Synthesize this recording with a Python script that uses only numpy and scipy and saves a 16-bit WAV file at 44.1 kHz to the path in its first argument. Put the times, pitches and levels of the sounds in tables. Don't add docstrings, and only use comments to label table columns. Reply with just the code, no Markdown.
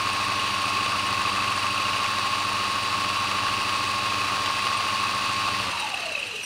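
import sys
import numpy as np
from scipy import signal
from scipy.fft import rfft, irfft
from scipy.io import wavfile
from scipy.ndimage import uniform_filter1d

SR = 44100
rng = np.random.default_rng(int(sys.argv[2]) if len(sys.argv) > 2 else 0)


def log_audio(samples):
    frames = np.atleast_2d(samples).T
    limited = np.clip(frames, -1, 1)
    pcm = np.round(limited * 32767).astype(np.int16)
    wavfile.write(sys.argv[1], SR, pcm)


N = 284443
T = np.arange(N) / SR

# (frequency [Hz], level [dB])
ROOM_TONE = [(20, -33), (45, -16), (65, -27), (100, 9.5), (160, -3), (230, -2.5), (400, -9), (1500, -3),
             (4000, 2), (8000, -4.5), (15000, -23)]
# (time [s], speed [turns/s])
POWERED_SPEED = [(0.1, 98.3), (0.93, 98.4), (1.42, 98.2), (3.6, 98.6), (5.36, 98.3), (5.5, 98.2)]
# (multiple [x], level [dB])
HUM_TONES = [(0.5, -62), (1, -45.5), (2, -48.5), (3, -49), (4, -57.5), (5, -65), (6, -50.5)]
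# (time [s], level [dB])
WIRE_PULL = [(0, 1), (.7, 2), (1.3, 2.5), (2.3, -0.5), (3.4, 2), (4.1, 1.5), (4.8, -1.5), (5.6, 2)]
# (multiple [x], level [dB])
BRUSH_TONES = [(23, -53), (24, -48), (25, -51), (26, -43), (29, -49), (32, -50), (34, -52), (36, -48),
               (38, -48), (39, -47), (40, -44), (41, -49), (43, -52), (44, -47), (45, -51), (46, -51),
               (47, -48), (48, -46), (50, -54), (53, -54), (54, -57), (55, -54), (56, -58), (57, -58),
               (59, -58), (60, -59), (67, -58), (79, -62), (95, -60), (96, -60)]
# (frequency [Hz], level [dB])
FIZZ_TONE = [(4500, -16), (5500, 5), (7000, -2), (8300, -8), (9500, -3), (11000, -14), (15000, -8)]
# (multiple [x], level [dB])
CONTACT_TONES = [(32, -5), (36, -7), (48, 0), (54, -10), (60, -10), (72, -5), (96, -9)]
# (frequency [Hz], width [Hz], level [dB])
CASE_RINGS = [(2740, 470, -3), (3920, 270, 1), (4400, 450, -2)]
# (frequency [Hz], level [dB])
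FRAME_TONE = [(25, -38), (65, -12), (115, -9.5), (155, -10), (215, -6), (500, -5), (900, -2.5), (2100, -1),
              (3600, -7.5), (4650, -3.5), (5200, -11), (8000, -18.5), (9300, -17.5), (10500, -23.5),
              (13500, -32.5)]
# (frequency [Hz], width [Hz], level [dB])
GEARBOX_RINGS = [(1151, 72, -34.5), (1190, 47, -56), (965, 300, -41.5)]
# (time [s], level [dB])
HARD_TICKS = [(0.8607, -13), (2.0614, -14), (3.039, -15), (3.3144, -17), (3.4832, -15.5), (3.693, -14.5),
              (4.4598, -12), (4.6684, -15)]
# (frequency [Hz], level [dB])
TICK_TONE = [(400, -6), (1500, 1.5), (2600, 8.5), (5000, -5), (8000, -12.5), (15000, -41)]
# (frequency [Hz], width [Hz], level [dB])
RUB_BANDS = [(2570, 204, -38.5), (2860, 500, -39.5), (4060, 250, -55), (9060, 1400, -58)]
# (time [s], level [dB])
BEARING_GRIP = [(0, -2), (1.8, 3.5), (2.2, -3.5), (3.5, 1), (4.3, -2.5), (5.6, -1.5)]
# (pitch [Hz], level [dB])
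SLACK_NOTES = [(3950, -38), (6000, -45.5), (11500, -57.5)]
# (time [s], level [dB], pitch [Hz])
HARD_SQUEAKS = [(0.1296, -31, 8900), (1.0645, -33, 8900), (1.5589, -30.5, 9100), (2.83, -32, 8840),
                (4.7706, -28.5, 8740), (5.798, -30, 9010)]
# (time [s], level [dB], pitch [Hz])
HARD_CHIRPS = [(5.941, -22.5, 2620), (6.1496, -18.5, 2600), (6.177, -24.5, 2540), (6.2245, -23, 2590)]
# (pitch [x SQUEAL_HZ], level [dB])
SQUEAL_TONES = [(2, -34.5), (3, -36), (4, -50), (5, -54)]
# (frequency [Hz], level [dB])
SCRATCH_TONE = [(2000, -18), (4000, 3), (6000, 2), (9000, -20), (14000, -16)]
# (multiple [x], level [dB])
WHINE_TONES = [(8.5, -53), (9, -53), (9.5, -54), (10.5, -56), (11, -32), (11.5, -42), (12, -45), (14, -51),
               (16, -54)]
# (frequency [Hz], width [Hz], boost [dB])
BENCH_RINGS = [(850, 50, 3), (630, 60, 8), (420, 50, 3)]

TEETH, WHEEL_RATIO, SHAFT_RATIO = 11, 11 / 81, 22 / 81
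RIPPLE_HZ = 120
CUT_S, FRICTION_HZ_PER_S, DRAG_PER_S = 5.61, 52, .41
CURRENT_HOLD_S, CURRENT_FADE_S, IMBALANCE_DB = .07, .057, -16
SLACK_HZ = 9.9
POWERED_CONTACTS_DB, FREE_CONTACTS_DB = -57, -31.5
TOUCH_S, APART_DIP_DB, CROSSING_DIP_DB = 5.752, 9.5, 6
SLIP_S, SLIP_STRETCH = 5.796, .58
CHIRP_HZ, CHIRP_DB, SQUEAK_HZ, SQUEAK_DB = 2710, -27.5, 8850, -41.5
FREE_SQUEAK_DB, REBOUND_DB = 2, -28.5
SQUEAL_S, SQUEAL_HZ = 6.428, 2890


def undb(db):
    return 10 ** (np.asarray(db) / 20)


def level(x, db):
    return x * undb(db) / np.sqrt(np.mean(x ** 2))


def curve(rows):
    return np.interp(T, *np.transpose(rows))


def wander(rate):
    hold = max(int(SR / rate), 1)
    steps = np.repeat(rng.standard_normal(N)[:N // hold + 1], hold)
    return level(uniform_filter1d(uniform_filter1d(steps, hold), hold)[:N], 0)


def wave(turns):
    return np.sin(2 * np.pi * (turns + rng.random()))


def ring(x, hz, width):
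    return signal.lfilter(*signal.iirpeak(hz, hz / width, fs=SR), x)


def colour(x, points, size=2048):
    hz, db = np.transpose(points)
    grid = np.maximum(np.arange(size + 1) * SR / (2 * size), 1)
    cepstrum = irfft(np.log(undb(np.interp(np.log(grid), np.log(hz), db))))
    cepstrum[1:size] *= 2
    cepstrum[size + 1:] = 0
    return signal.fftconvolve(x, irfft(np.exp(rfft(cepstrum))))[:N]


def clicks(rate, spread_db):
    hits = (rng.random(N) < rate / SR) * rng.choice([-1, 1], N)
    return level(hits * undb(spread_db * np.minimum(rng.exponential(size=N), 5)), 0)


def slackness(speed):
    return np.clip((np.interp(CUT_S, T, speed) - speed) / SLACK_HZ, 0, 1) * (T > CUT_S)


def slowing(speed, fall_db):
    return undb(fall_db * np.log2(speed / speed.max()))


def since(turns, start):
    return turns - np.interp(start, T, turns)


def each_turn(turns):
    return T[1:][np.diff(np.floor(turns)) > 0]


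def rotor_speed():
    offset = FRICTION_HZ_PER_S / DRAG_PER_S
    speed = (curve(POWERED_SPEED) + offset) * np.exp(-DRAG_PER_S * np.maximum(T - CUT_S, 0)) - offset
    return speed * (1 + .0004 * wander(9))


def room_air():
    return level(colour(rng.standard_normal(N), ROOM_TONE, size=4096), -43)


def rotor_hum(turn):
    load = 1 + .55 * wave(WHEEL_RATIO * turn) + .25 * wave(SHAFT_RATIO * turn) + .08 * wander(25)
    hum = sum(undb(db + 2) * wave(k * turn) for k, db in HUM_TONES)
    ripple = wave(RIPPLE_HZ * T) * (1 + .7 * wave(turn))
    return hum * load + level(ripple, -50.5)


def brush_buzz(turn):
    buzz = sum(undb(db) * wave(k * turn) * (1 + .12 * wander(12)) for k, db in BRUSH_TONES)
    track = irfft(np.exp(2j * np.pi * rng.random(160)), 1024)
    scrape = np.interp(turn + .001 * wander(60), np.arange(len(track)) / len(track), track, period=1)
    fizz = level(colour(scrape, FIZZ_TONE), -50.5)
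    side_tone = level(wave(36 * turn - RIPPLE_HZ * T), -47)
    return undb(3) * buzz + fizz + side_tone


def motor_contacts(turn, speed):
    tones = sum(undb(db) * wave(k * turn + .18 * wander(300)) for k, db in CONTACT_TONES)
    strength = undb(POWERED_CONTACTS_DB + slackness(speed) * (FREE_CONTACTS_DB - POWERED_CONTACTS_DB))
    case = sum(undb(db) * ring(ring(tones, hz, width), hz, width) for hz, width, db in CASE_RINGS)
    return strength * slowing(speed, fall_db=1) * case


def gear_rattle(turn, speed):
    pace = speed / speed.max()
    bunches = undb(1.7 * wave(turn) + 1.5 * wave(2 * turn)
                   + 1.4 * wave(RIPPLE_HZ * T) + 1.3 * wave(WHEEL_RATIO * turn))
    frame = level(colour(bunches * clicks(rate=7000, spread_db=2.5), FRAME_TONE), -32)
    dull = signal.sosfilt(signal.butter(1, 4500, fs=SR, output="sos"), frame)
    knocks = clicks(rate=260, spread_db=.9) * undb(.87 * wave(WHEEL_RATIO * turn))
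    knocks = signal.sosfilt(signal.butter(2, [700, 1700], "band", fs=SR, output="sos"), knocks)
    box = sum(level(ring(knocks, hz, width), db) for hz, width, db in GEARBOX_RINGS)
    return slowing(speed, fall_db=6.2) * (pace * frame + (1 - pace) * dull + pace ** 1.7 * box)


def tooth_ticks():
    bursts = sum(undb(db) * np.exp(-np.abs(T - at) / .004) * (T >= at) for at, db in HARD_TICKS)
    return bursts * level(colour(rng.standard_normal(N), TICK_TONE), -7)


def chirps(rows, speed, length, glide, rough):
    out = np.zeros(N + SR)
    uneven_grip = np.resize(rough * wander(900), N + SR)
    stretch = (speed.max() / speed) ** SLIP_STRETCH
    for at, db, hz in rows:
        start = max(int((at - length / 5) * SR), 0)
        longer = stretch[min(start, N - 1)]
        progress = np.linspace(0, 1, int(length * longer * SR))
        span = slice(start, start + len(progress))
        cycles = np.cumsum(hz * (1 + glide * (.5 - progress))) / SR + uneven_grip[span] / longer
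        out[span] += undb(db) * np.sin(np.pi * progress ** .89) ** 2 * wave(cycles)
    return out[:N]


def shaft_slips(turn, speed):
    angle, slack = since(SHAFT_RATIO * turn, SLIP_S), slackness(speed)
    times = each_turn(angle)
    late, size, pitch, squeak_size = rng.uniform(-1, 1, (len(times), 4)).T
    grip, free, drift = (np.interp(times, T, v) for v in (curve(BEARING_GRIP), slack, wander(4)))
    chirp_rows = np.transpose([times + .004 * late, CHIRP_DB + 2 * size + grip, CHIRP_HZ + 110 * pitch])
    squeak_db = SQUEAK_DB + 3.2 * squeak_size + grip / 2 + FREE_SQUEAK_DB * free + 1.5 * drift * (1 - free)
    squeak_rows = np.transpose([times + .0025 * late, squeak_db, SQUEAK_HZ + 250 * pitch])
    rebounds = [(at, REBOUND_DB, CHIRP_HZ + 110 * rng.uniform(-1, 1))
                for at in each_turn(angle + .5) if at > CUT_S]
    notes = [(at, db + 2 * rng.normal(), hz * (1 + .02 * rng.normal()))
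             for at in each_turn(2 * angle) if at > CUT_S for hz, db in SLACK_NOTES]
    chirp = chirps(chirp_rows, speed, length=.016, glide=.08, rough=.07)
    chirp += slack * chirps(rebounds + notes, speed, length=.016, glide=.08, rough=.09)
    squeak = chirps(squeak_rows, speed, length=.017, glide=.048, rough=.27)
    return slowing(speed, fall_db=.3) * chirp, squeak


def dry_shaft(turn, speed):
    chirp, squeak = shaft_slips(turn, speed)
    chirp += chirps(HARD_CHIRPS, speed, length=.012, glide=.067, rough=.07)
    squeak += undb(-5.5) * chirps(HARD_SQUEAKS, speed, length=.018, glide=.033, rough=.22)
    squeal_rows = [(SQUEAL_S, db, k * SQUEAL_HZ) for k, db in SQUEAL_TONES]
    squeal = chirps(squeal_rows, speed, length=.021, glide=.11, rough=.25)
    scuff = level(colour(clicks(rate=3000, spread_db=5), SCRATCH_TONE), 2.5)
    scratch = slackness(speed) * uniform_filter1d(np.abs(squeak), SR // 40) * scuff
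    rub = sum(level(ring(ring(rng.standard_normal(N), hz, width), hz, width), db)
              for hz, width, db in RUB_BANDS)
    rub *= undb(1.07 * wander(40)) * slowing(speed, fall_db=.5)
    return chirp + squeak + squeal + scratch + rub


def gear_whine(turn, speed):
    slack = slackness(speed)
    wobble_radians = .52 * wave(WHEEL_RATIO * turn) + .18 * wander(90) + .9 * slack * wander(110)
    rolled = turn + wobble_radians / (2 * np.pi * TEETH)
    pressure = 1 + .08 * wave(WHEEL_RATIO * turn) + .1 * wave(SHAFT_RATIO * turn) + .13 * wander(140)
    tones = sum(undb(db) * wave(k * rolled + (k != TEETH) * .07 * wander(30)) for k, db in WHINE_TONES)
    loose_tone = slack * wave((TEETH + 1) * rolled) * undb(-34)
    apart = (T > CUT_S) * np.sin(np.pi * since(WHEEL_RATIO * turn, TOUCH_S)) ** 2
    dip_db = APART_DIP_DB * uniform_filter1d(apart, size=800)
    dip_db += CROSSING_DIP_DB * np.sin(np.pi * slack)
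    bench_db = sum(db / (1 + (2 * (TEETH * speed - hz) / width) ** 2) for hz, width, db in BENCH_RINGS)
    strength = slowing(speed, fall_db=13) * undb(bench_db - dip_db)
    return strength * pressure * (undb(4) * tones + loose_tone)


def scene():
    speed = rotor_speed()
    turn = np.cumsum(speed) / SR
    current = np.exp(-np.maximum(T - CUT_S - CURRENT_HOLD_S, 0) / CURRENT_FADE_S)
    hum_gain = current + (1 - current) * undb(IMBALANCE_DB) * slowing(speed, fall_db=8)
    hum = hum_gain * undb(curve(WIRE_PULL)) * rotor_hum(turn)
    buzz = current ** 2 * brush_buzz(turn)
    motor = hum + buzz + motor_contacts(turn, speed)
    gears = gear_whine(turn, speed) + gear_rattle(turn, speed) + tooth_ticks()
    return (motor + gears + dry_shaft(turn, speed) + room_air())[None]


def record(dry):
    return signal.sosfilt(signal.ellip(10, .2, 80, 15700, fs=SR, output="sos"), dry)


dry = scene()
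out = record(dry)
log_audio(out)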